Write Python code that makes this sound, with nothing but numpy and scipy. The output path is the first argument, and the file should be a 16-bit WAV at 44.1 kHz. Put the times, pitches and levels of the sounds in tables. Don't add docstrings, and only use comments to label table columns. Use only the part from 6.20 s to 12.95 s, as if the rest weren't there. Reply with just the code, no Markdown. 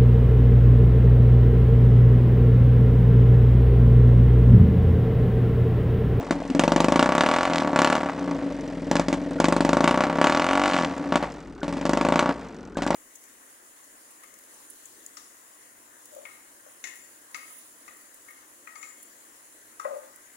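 import sys
import numpy as np
from scipy import signal
from scipy.fft import rfft, irfft
from scipy.io import wavfile
from scipy.ndimage import uniform_filter1d

SR = 44100
rng = np.random.default_rng(int(sys.argv[2]) if len(sys.argv) > 2 else 0)


def rack_gain(trim_db):
    fader = np.asarray(trim_db, float)
    return 10 ** (fader / 20)


def inscribe(sig):
    pcm = np.round(np.clip(np.atleast_2d(sig).T, -1, 1) * 32767)
    wavfile.write(sys.argv[1], SR, pcm.astype(np.int16))


N = 297675
TIME = np.arange(N) / SR
LEAD_S = 44 / SR


def evened(x):
    return x / np.sqrt(np.mean(x ** 2) + 1e-20)


def read(points, hz):
    f, value = np.transpose(points)
    return np.interp(np.log(hz + 1), np.log(f + 1), value)


def coloured(x, points):
    log_gain = np.log(rack_gain(read(points, abs(np.fft.fftfreq(4096, 1 / SR)))))
    taps = np.fft.ifft(np.exp(signal.hilbert(log_gain).conj())).real[:2048]
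    return signal.oaconvolve(np.atleast_2d(x), taps[None], axes=1)[:, :N]


# (frequency [Hz], correlation [0-1])
LIKENESS = [(60, 1), (240, 1), (950, 0.85), (3770, 1), (8000, 1), (15000, .6)]


def noise(points):
    a, b = rng.standard_normal((2, N))
    same = np.clip(read(LIKENESS, np.fft.rfftfreq(N, 1 / SR)), 0, 1)
    right = irfft(same * rfft(a) + np.sqrt(1 - same ** 2) * rfft(b), N)
    return evened(coloured(np.array([a, right]), points))


def clicks(s, size):
    return np.bincount(np.round(s * SR).astype(int), size, N + SR)[:N]


def spread(x, shape):
    return signal.oaconvolve(x, shape)[:N]


def ring(x, hz, width):
    t = np.arange(4096) / SR
    return spread(x, np.sin(2 * np.pi * hz * t) * np.exp(-np.pi * width * t))


def gliding_ring(x, hz, width):
    turn = np.exp(2j * np.pi * np.cumsum(hz) / SR)
    return (turn * signal.lfilter([1], [1, -np.exp(-np.pi * width / SR)], x / turn)).imag


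def blow(rise_ms, rebound, rebound_ms):
    ms = np.arange(-44, 400) / SR * 1000
    after = np.maximum(ms, 0) / rebound_ms
    swing_back = rebound * np.e * after * np.exp(-after)
    return swing_back - (1 + rebound / 2) * np.exp(-(ms / rise_ms) ** 2)


# (start [s], end [s])
SHUT = [
    (5.05, 5.427),
    (6.12, 6.567),
]


def shut_for(s):
    return sum((s - a) * (s > a) * (s < b) for a, b in SHUT)


LIFTS = (1.288, 4.51)
# (time [s], engine cycles so far, speed [firings/s])
CRANK = [(0.0, 0.26, 28.15), (0.44, 10.066, 24.61), (0.8, 19.181, 29.66), (1.26, 36.306, 46.5),
         (1.56, 48.024, 33.82), (1.76, 55.31, 39.14), (2.66, 79.824, 20.31), (2.84, 84.021, 22.12),
         (3.12, 90.232, 20.17), (3.44, 97.789, 22.85), (4.04, 115.903, 35.38), (4.48, 135.079, 49.3),
         (4.8, 148.19, 32.39), (5.36, 162.668, 17.66), (5.8, 172.705, 25.65), (6.08, 180.651, 31.03),
         (6.6, 193.573, 19.31), (6.75, 197.129, 24.99)]


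def crank():
    s, cycles, rate = np.transpose(CRANK)
    k = np.minimum(np.searchsorted(s, TIME, "right") - 1, len(s) - 2)
    span = s[k + 1] - s[k]
    u = (TIME - s[k]) / span
    mean = (cycles[k + 1] - cycles[k]) / span
    curve = 3 * mean - 2 * rate[k] - rate[k + 1]
    twist = rate[k] + rate[k + 1] - 2 * mean
    turns = cycles[k] + span * u * (rate[k] + u * (curve + u * twist))
    fired = TIME[1:][np.diff(np.floor(turns)) > 0]
    late = sum(.002 * (fired > s) * np.exp(-abs(fired - s)) for s in LIFTS)
    return turns, np.gradient(turns) * SR, fired + late


def starved_db(speed):
    return -.5 * np.maximum(speed - 35.1, 0)


# (first firing [s], last firing [s])
RUNS = [(.02, .25), (.109, .109), (.298, .298), (.349, .349), (.396, .827), (.86, .952), (.98, 1.254),
        (1.276, 1.395), (1.421, 1.531), (1.56, 1.753), (1.779, 1.861), (2.077, 2.111), (2.713, 2.796),
        (2.884, 2.928), (3.202, 3.607), (3.642, 3.677), (3.711, 3.838), (3.868, 3.986), (4.015, 4.07),
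        (4.097, 4.266), (4.289, 4.479), (4.5, 4.635), (4.923, 4.957), (5.027, 5.027), (5.431, 5.612),
        (5.654, 5.887), (5.923, 5.993), (6.026, 6.092), (6.571, 6.665), (6.706, 6.745)]
# (blow level [dB], edge relative to the blow [dB], pipe tone level [dB])
PULLS = [(-30.5, -21, -24.5), (-17, -9.5, -12), (-41, 3, -30), (-21.5, -8.5, 0), (-12.5, -12.5, -50),
         (-15.5, -12, -48), (-14.5, -9, -36), (-16.5, -17, -13), (-18.5, -24, -15), (-15.5, -10.5, -43),
         (-20, -19, -24), (-26.5, -23, -8), (-15, -13, -12), (-19, -9.5, -6.5), (-13.5, -12.5, -16),
         (-13, -13.5, -48), (-15, -15, -39), (-21, -19, -14), (-13.5, -9.5, -41), (-15, -9.5, -18),
         (-13, -9.5, -17), (-14.5, -11.5, -17), (-15, -17, -48), (-20, -15, -44), (-26, -12.5, -11.5),
         (-16, -12.5, -28), (-14, -13.5, -51), (-17, -17.5, -17), (-23, -11, -16), (-16, -14, -47)]
# (time [s], extra blow level [dB])
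UNEVEN = [(.349, -2), (.396, 2), (.478, -1.5), (1.163, 0.5), (1.276, 1), (1.3, 1), (1.346, -1),
          (1.37, -2.5), (1.396, -3.5), (1.503, -6.5), (1.531, 0), (1.59, 1.5), (1.701, 1), (1.806, -5),
          (1.861, -1), (3.365, -4), (3.53, 3), (3.986, 4.5), (4.043, 3), (4.522, -3), (4.544, 1),
          (4.634, -1.5), (5.481, 0.5), (5.571, -4), (5.654, -3), (5.694, -2), (5.812, 0.5), (5.887, 1),
          (6.622, 2.5), (6.665, 1)]


def charge(fired, speed):
    shut = shut_for(fired)
    blow_db = -34 + 0.3 * (speed - 25) - 47 * shut
    edge_db = -24.5 - 0.49 * (speed - 25) + 47 * shut
    pipe_db = -12.5 - 0.67 * (speed - 25) - 46 * (shut > 0)
    for (first, last), (db, below_db, tone_db) in zip(RUNS, PULLS):
        on = (fired > first - .01) & (fired < last + .01)
        warming_db = -1.5 * (fired - (first + last) / 2)
        blow_db = np.where(on, db + starved_db(speed) + warming_db, blow_db)
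        edge_db = np.where(on, below_db, edge_db)
        pipe_db = np.where(on, tone_db, pipe_db)
    blow_db = blow_db + sum(db * (abs(fired - s) < .01) for s, db in UNEVEN)
    return blow_db, edge_db, pipe_db


def load(fired, blow_db, speed):
    full = np.clip((blow_db - starved_db(speed) + 31.5) / 25, 0, 1)
    held = full[np.maximum(np.searchsorted(fired, TIME) - 1, 0)]
    keep = np.exp(-1 / (.03 * SR))
    return np.maximum(held, signal.lfilter([1 - keep], [1, -keep], held))


def outdoor_air():
    return rack_gain(-55.0) * noise([(20, -27.0), (35, -14.0), (55, 0.), (100, -8.5), (170, -7.0), (240, -47.0)])


def thicket(x):
    t = np.arange(9000) / SR
    sparse = rng.random((2, 9000)) < .05
    taps = rng.standard_normal((2, 9000)) * sparse * rack_gain(-60 * t / .2) * (t > .008)
    taps = signal.lfilter([1, -1.5, .55], [1], taps)
    return signal.oaconvolve(x, taps / np.linalg.norm(taps[0]), axes=1)[:, :N]


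GROUND_MS = 3.5


def off_mud(x):
    late = np.r_[np.zeros(round(GROUND_MS / 1000 * SR)), rack_gain(-4.)]
    return signal.lfilter(.4 * late, [1, -.6], x)


# (time [s], level [dB], pitch [Hz])
SNAPS = [
    (3.184, -30, 1480),
    (5.415, -32, 1560),
    (5.468, -43, 1590),
    (6.555, -33, 1610),
    (6.607, -33, 1500),
    (6.651, -31, 1600),
]


def snaps():
    t = np.arange(700) / SR
    shape = np.minimum(t / .002, 1) * np.exp(-t / 0.008)
    return sum(spread(clicks(np.array([s]), rack_gain([db])), shape * np.sin(2 * np.pi * hz * t * (1 - 3.6 * t)))
               for s, db, hz in SNAPS)


def tappets(turns):
    s = TIME[1:][np.diff(np.floor(2 * turns)) > 0]
    size = rack_gain(-44.5 + 3.6 * rng.standard_normal(len(s)) - 23.0 * shut_for(s))
    burst = spread(clicks(s, size), np.exp(-np.arange(400) / SR / 0.002))
    return burst * evened(ring(rng.standard_normal(N), 6060, 2800.0))


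def throb(turns, speed, driven):
    shut = shut_for(TIME)
    driven = uniform_filter1d(driven, size=4000)
    pulse = np.cos(4 * np.pi * turns) * rack_gain(-22. * shut)
    pulse = pulse + 1.9 * (speed / 50) ** 4 * driven * np.cos(2 * np.pi * turns)
    pulse = pulse + 0.17 * (25 / speed) ** 3 * np.cos(8 * np.pi * turns)
    loaded = pulse * rack_gain(-44.5 - 0.44 * (speed - 21) + 10.5 * driven)
    return loaded + np.sin(6 * np.pi * turns) * rack_gain(-61.5 - 1.7 * (speed - 19) + 9. * shut)


# (frequency [Hz], density [dB/Hz])
CLATTER = [(300, -40.5), (700, 5.5), (1100, -4), (2000, -9.5), (3000, -18), (6300, -31.5), (9000, -35),
           (12000, -43), (15000, -45)]
# (frequency [Hz], density [dB/Hz])
RUMBLE = [(65, -46), (110, -18), (151, -6), (270, -6.5), (311, -12.5), (387, -9.5), (503, -21.5),
          (796, -27.5), (1500, -23.5), (1950, -68), (3300, -120)]
# (frequency [Hz], density [dB/Hz])
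WHIRR = [(900, -22), (1800, -1), (2500, -8), (3500, -13), (5000, -15), (6300, -20), (9000, -18.5),
         (11500, -35)]


def engine(turns, speed, driven):
    shut = shut_for(TIME)
    beat = 1 + 0.068 * np.cos(2 * np.pi * (turns - .12)) + 0.5 * np.cos(4 * np.pi * (turns - .2))
    knocks = (rng.random(N) < 160 / SR) * rack_gain(5.8 * np.minimum(rng.exponential(1, N), 3.))
    knocks = spread(knocks, np.exp(-np.arange(600) / SR / 0.0035))
    clatter_db = -46 + 0.4376 * (np.minimum(speed, 38.) - 25) + 12.5 * driven - 27 * shut
    clatter_db = clatter_db - .3 * np.maximum(speed - 38, 0)
    rattle = evened(noise(CLATTER) * (beat + knocks)) * rack_gain(clatter_db)
    rumble = noise(RUMBLE) * beat * rack_gain(-44.0)
    whirr = noise(WHIRR) * beat * rack_gain(-51.5 + 0.04 * (speed - 24.0) - 36.0 * shut)
    return rattle + rumble + whirr


# (time [s], level [dB], pitch [Hz])
THUDS = [
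    (.002, -21, 268),
    (.013, -30, 270),
    (0.299, -14, 258),
    (0.3102, -16, 257),
    (.003, -21.5, 700),
    (.043, -41, 577),
    (.087, -25, 790),
    (.22, -18, 640),
    (2.312, -22.5, 605),
    (2.322, -25, 570),
]


def thuds():
    return sum(ring(clicks(np.array([s]), rack_gain([db])), hz, 0.13 * hz) for s, db, hz in THUDS)


# (time [s], extra level [dB])
PUFFS = [(.027, -1), (.066, -5), (.153, 14), (.2, 11), (.25, 5), (1.9, 3), (1.93, -1), (1.955, 4),
         (1.982, 5.5), (2.012, 8), (2.044, 6), (2.146, 6), (2.183, 4), (2.221, 6.5), (2.261, 5.5),
         (2.302, 0), (2.343, 2), (2.387, -1), (2.432, 2.5), (2.477, -0.5), (2.524, -1), (2.572, -1),
         (2.62, 0), (2.667, 2), (2.84, -5), (2.97, 4), (3.016, 3.5), (3.062, 4.5), (3.109, 2.5),
         (3.157, 5.5), (4.66, 5), (4.71, 9), (4.735, -7), (4.765, 7), (4.8, 8), (4.83, -11), (4.858, 7),
         (4.89, 1), (5.1, -4), (5.145, 0), (5.195, -4), (5.24, -3), (5.29, 0.5), (5.37, 1)]


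def pipe_tone(fired, pipe_db, speed):
    pipe_db = pipe_db + sum(db * (abs(fired - s) < .012) for s, db in PUFFS)
    size = rack_gain(pipe_db - 16.5) * rack_gain(.5 * rng.standard_normal(len(fired)))
    back = clicks(fired + .011, size)
    puffs = clicks(fired + 0.00028, size) + 0.85 * back
    puffs = spread(puffs, np.hanning(40) / 20)
    wander = evened(uniform_filter1d(uniform_filter1d(rng.standard_normal(N), size=3000), size=3000))
    hz = (283.6 + 0.14 * (speed - 25)) * (1 + .012 * wander)
    tone = gliding_ring(puffs, hz, 16)
    tone = tone + rack_gain(-6.0) * gliding_ring(back + 0.18 * puffs, 1.8 * hz, 25.0)
    for db, ratio, width in [(-8.5, 0.624, 17.3), (-6.5, 1.18, 67.0), (-1.5, 2.153, 45.0)]:
        tone = tone + rack_gain(db) * gliding_ring(puffs, ratio * hz, width)
    draught = rng.standard_normal(N)
    hum = sum(rack_gain(db) * evened(gliding_ring(draught, ratio * hz, width))
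              for db, ratio, width in [(0, 1, 18.0), (-6.5, 0.608, 26.0), (-3.5, 1.6, 30.)])
    return tone + hum * rack_gain(-40.5 - 30 * shut_for(TIME))


def gas_pace(speed):
    return np.maximum(1.016 - .006 * (speed - 24), .969)


# (delay [ms], level [dB])
PIPE = [
    (11.8, -10.),
    (17.2, -9.6),
    (22.1, -21.),
    (29., -19.),
    (34.4, -20.),
]


def pipe_trips(fired, speed, blow_db):
    loss_db = np.clip(-.45 * (blow_db + 11.5), -2, 6)
    loss_db = loss_db - .5 * np.maximum(speed - 32, 0)
    swallowed_db = np.clip(.55 * (speed - 31), 0, 8)
    trips = [(np.maximum(fired - LEAD_S, 0), 1)]
    for k, (ms, db) in enumerate(PIPE):
        chance_db = 1.5 * np.minimum(30 / speed, 1) ** 2 * rng.standard_normal(len(fired))
        s = fired - LEAD_S + ms / 1000 * gas_pace(speed)
        trips.append((np.maximum(s, 0), rack_gain(db + chance_db + loss_db - k * swallowed_db)))
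    return trips


# (delay [ms], level [dB])
OUTLET = [
    (0, 0.),
    (1.45, -12.4),
    (3.46, -.2),
    (4.48, -6.2),
    (5.24, -6.2),
    (6.53, -15.),
    (9.64, -13.3),
]
# (resonance [Hz], width [Hz], level [dB], lag [ms])
CHAMBERS = [
    (103, 42, -9, -0.66),
    (270.2, 47, -2, 0.32),
    (673, 63, -5, 0.2),
    (171.2, 3.1, -21, 0.58),
    (599, 71, -21.5, 0.35),
]


def silencer(fired, speed, size, steep, trips, front):
    soft, sharp = (sum(clicks(s, g * size * share) for s, g in trips) for share in (1 - steep, steep))
    blows = signal.oaconvolve(soft, blow(.4, .62, .52)) + signal.oaconvolve(sharp, blow(.25, .6, .55))
    delay_ms, path_db = np.transpose(OUTLET)
    body = spread(blows, clicks(delay_ms / 1000, rack_gain(path_db))[:1024])
    struck = size * rack_gain(-0.1 * (speed + 10.5))
    for hz, width, db, ms in CHAMBERS:
        body = body + rack_gain(db) * ring(clicks(fired + ms / 1000, struck), hz, width)
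    sung = front * rack_gain(-11.5 + .9 * (speed - 45))
    return body - ring(clicks(fired + .01105, sung) + clicks(fired + .00105, .3 * sung), 760., 60.)


# (time [s], level [dB])
AFTERFIRE = [(1.3063, -20), (1.3352, -8.5), (1.3589, -8), (1.383, -7.5), (1.4015, -15), (1.4079, -18),
             (1.4339, -24), (1.7641, -23), (1.9329, -25), (2.767, -10), (2.94, -15), (3.255, -9),
             (4.4923, -19), (4.5126, -14), (4.535, -8), (4.556, -17), (4.578, -14), (4.6, -18),
             (4.6237, -14), (4.6478, -8), (4.975, -24), (5.444, -23), (5.492, -24), (5.538, -24.5),
             (5.58, -25), (5.665, -16), (6.583, -24), (6.633, -17), (6.6765, -14)]
# (delay [ms], level at 40 firings/s [dB], slope [dB per firing/s])
BAFFLES = [
    (1.36, -6., 0.),
    (2.75, -14., .1),
    (4.35, -19., .1),
    (5.2, -20., 0.1),
    (5.95, -19., 1.),
    (6.3, -19., .7),
    (11.45, -21., .2),
    (14.3, -19., .6),
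    (17.4, -23., .5),
]


def shock_front(fired, speed, front, steep, trips):
    fronts = sum(clicks(s, g ** (.7 + .2 * steep) * front) for s, g in trips[:3])
    for ms, db, slope in BAFFLES:
        fronts = fronts + clicks(fired - LEAD_S + ms / 1000, front * rack_gain(db + slope * (speed - 40)))
    late_s, late_db = np.transpose(AFTERFIRE)
    cracks = spread(clicks(late_s - LEAD_S, rack_gain(late_db)), blow(0.061, 0.33, 0.23))
    shock = spread(fronts, blow(0.096, 0.17, 0.043)) + cracks
    tip = clicks(fired, front) + clicks(late_s, rack_gain(late_db - 14.0))
    tip = tip + clicks(fired + GROUND_MS / 1000, 0.36 * front)
    return shock + rack_gain(-2.5) * ring(tip, 947.0, 316.0)


# (frequency [Hz], density [dB/Hz])
JET = [(300, 6), (800, 4), (2000, -2.5), (4500, -9.5), (7500, -10.5), (10000, -17), (12000, -34),
       (15000, -33)]


def gas_jet(fired, speed, size, edge_db, steep):
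    t = np.arange(3000) / SR
    gust = np.exp(-t / 0.0017) + 0.19 * np.exp(-t / 0.018)
    chance_db = .5 * rng.standard_normal(len(fired))
    jet_size = size * rack_gain(edge_db + 6.0 + chance_db - 0.073 * np.maximum(speed - 36, 0)) * (1 - 0.29 * steep)
    late_s, late_db = np.transpose(AFTERFIRE)
    gusts = clicks(fired, jet_size) + 0.071 * clicks(fired + 0.016 * gas_pace(speed), jet_size)
    gusts = gusts + clicks(late_s, rack_gain(late_db - 15.5))
    hiss = noise(JET)
    low = signal.sosfilt(signal.butter(1, 1500, fs=SR, output="sos"), hiss)
    hiss = hiss - np.clip((np.interp(TIME, fired, speed) - 33) / 14, 0, .7) * low
    return spread(gusts, gust) * hiss


# (time [s], extra edge level [dB])
EDGES = [(.396, 2.5), (.437, 1), (.478, 0), (.52, -2), (.562, 1.5), (.604, 2), (.644, 0), (.684, -0.8),
         (.722, -1.5), (.759, 2), (.793, 5), (.827, 2), (.89, -4), (.922, -1.5), (.98, -2), (1.008, 2.5),
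         (1.036, -4), (1.56, -0.5), (1.59, 2.5), (1.62, 2), (1.647, 3.5), (2.713, 1), (2.755, 3),
         (2.884, 1.5), (2.928, -1), (3.202, 2), (3.243, 2.5), (3.283, -0.5), (3.323, 0), (3.365, 2),
         (3.407, 1), (3.449, 1), (3.491, 1.5), (3.53, -0.5), (3.569, -2.5), (3.607, -3), (3.642, 2.5),
         (3.677, 8), (3.711, 2), (3.743, -2.5), (3.807, 2.5), (3.838, 3), (4.015, 0.5), (4.043, -2),
         (4.070, 0.8), (4.438, 3), (4.458, 2.5), (4.478, 2), (4.957, 9), (5.654, 1), (5.694, 2),
         (5.734, 0.5), (5.773, 0), (5.812, -1), (5.85, -1), (5.887, -1.5), (5.957, 1.5), (5.993, 6.5),
         (1.275, 2), (1.299, -1), (1.322, -5), (1.395, -13), (1.421, 7), (1.475, 6), (1.503, -12),
          (4.499, -0.5), (4.522, 1), (4.543, 0.5), (4.565, 3.5), (4.587, 1), (4.611, -8), (4.634, -8)]


def exhaust(fired, speed, blow_db, edge_db):
    edge_db = edge_db + sum(db * (abs(fired - s) < .01) for s, db in EDGES)
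    chance, edge_chance = rng.standard_normal((2, len(fired)))
    size = rack_gain(blow_db + 4.5 + .5 * chance)
    wobble = rack_gain(.7 * np.minimum(30 / speed, 1) ** 2 * edge_chance)
    steep = np.clip((speed - 23.5) / 6.4, 0, 1)
    front = size * steep * rack_gain(edge_db + 14.5 + 0.16 * (speed - 59.0)) * wobble
    trips = pipe_trips(fired, speed, blow_db)
    body = silencer(fired, speed, size, steep, trips, front)
    shock = shock_front(fired, speed, front, steep, trips)
    jet = gas_jet(fired, speed, size, edge_db, steep)
    return body + 0.37 * jet, shock + 0.77 * jet


def scene():
    turns, speed, fired = crank()
    pace = np.interp(fired, TIME, speed)
    blow_db, edge_db, pipe_db = charge(fired, pace)
    driven = load(fired, blow_db, pace)
    body, bright = exhaust(fired, pace, blow_db, edge_db)
    bright = bright + tappets(turns)
    machine = body + pipe_tone(fired, pipe_db, speed) + thuds() + bright + off_mud(bright) + snaps()
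    machine = machine + rack_gain(2.0) * engine(turns, speed, driven)
    hz = np.fft.rfftfreq(N, 1 / SR)
    machine = irfft(rfft(machine) * hz ** 4 / (hz ** 4 + 135. ** 4), N)
    bass = irfft(rfft(machine) / (1 + (hz / 184.0) ** 6), N)
    climbing = uniform_filter1d(sum(1. * (TIME > s - .7) * (TIME < s) for s in LIFTS), size=600)
    racing = np.clip((speed - 33.) / 13., 0, .96) * climbing
    machine = machine - racing * bass
    pulse = throb(turns, speed, driven) * rack_gain(3.3 * racing ** 2)
    return machine + pulse + outdoor_air() + rack_gain(-14.0) * thicket(machine)


def band_limit(x):
    return signal.sosfilt(signal.butter(12, 16630, fs=SR, output="sos"), x)


# (frequency [Hz], gain [dB])
MICROPHONE = [(3000, -0.5), (7000, -1), (9500, -6.5), (12000, -14), (13500, -12), (15500, -5), (16400, -43)]
# (frequency [Hz], left minus right [dB])
BALANCE = [(60, 2.5), (240, 2.0), (950, 1.0), (3770, -0.5), (15000, -0.5)]


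def record(dry):
    hz = np.fft.rfftfreq(N + 4096, 1 / SR)
    lean = rack_gain(read(BALANCE, hz) / 2) * np.exp(-2j * np.pi * hz * 0.42 / SR)
    ports = rfft(coloured(dry, MICROPHONE), N + 4096) * np.array([lean, 1 / lean])
    ports = np.clip(irfft(ports, N + 4096)[:, :N], -1, 1)
    ports = signal.sosfilt(signal.cheby2(14, 70, 16650, fs=SR, output="sos"), ports)
    return band_limit(ports)


dry = scene()
out = record(dry)
inscribe(out)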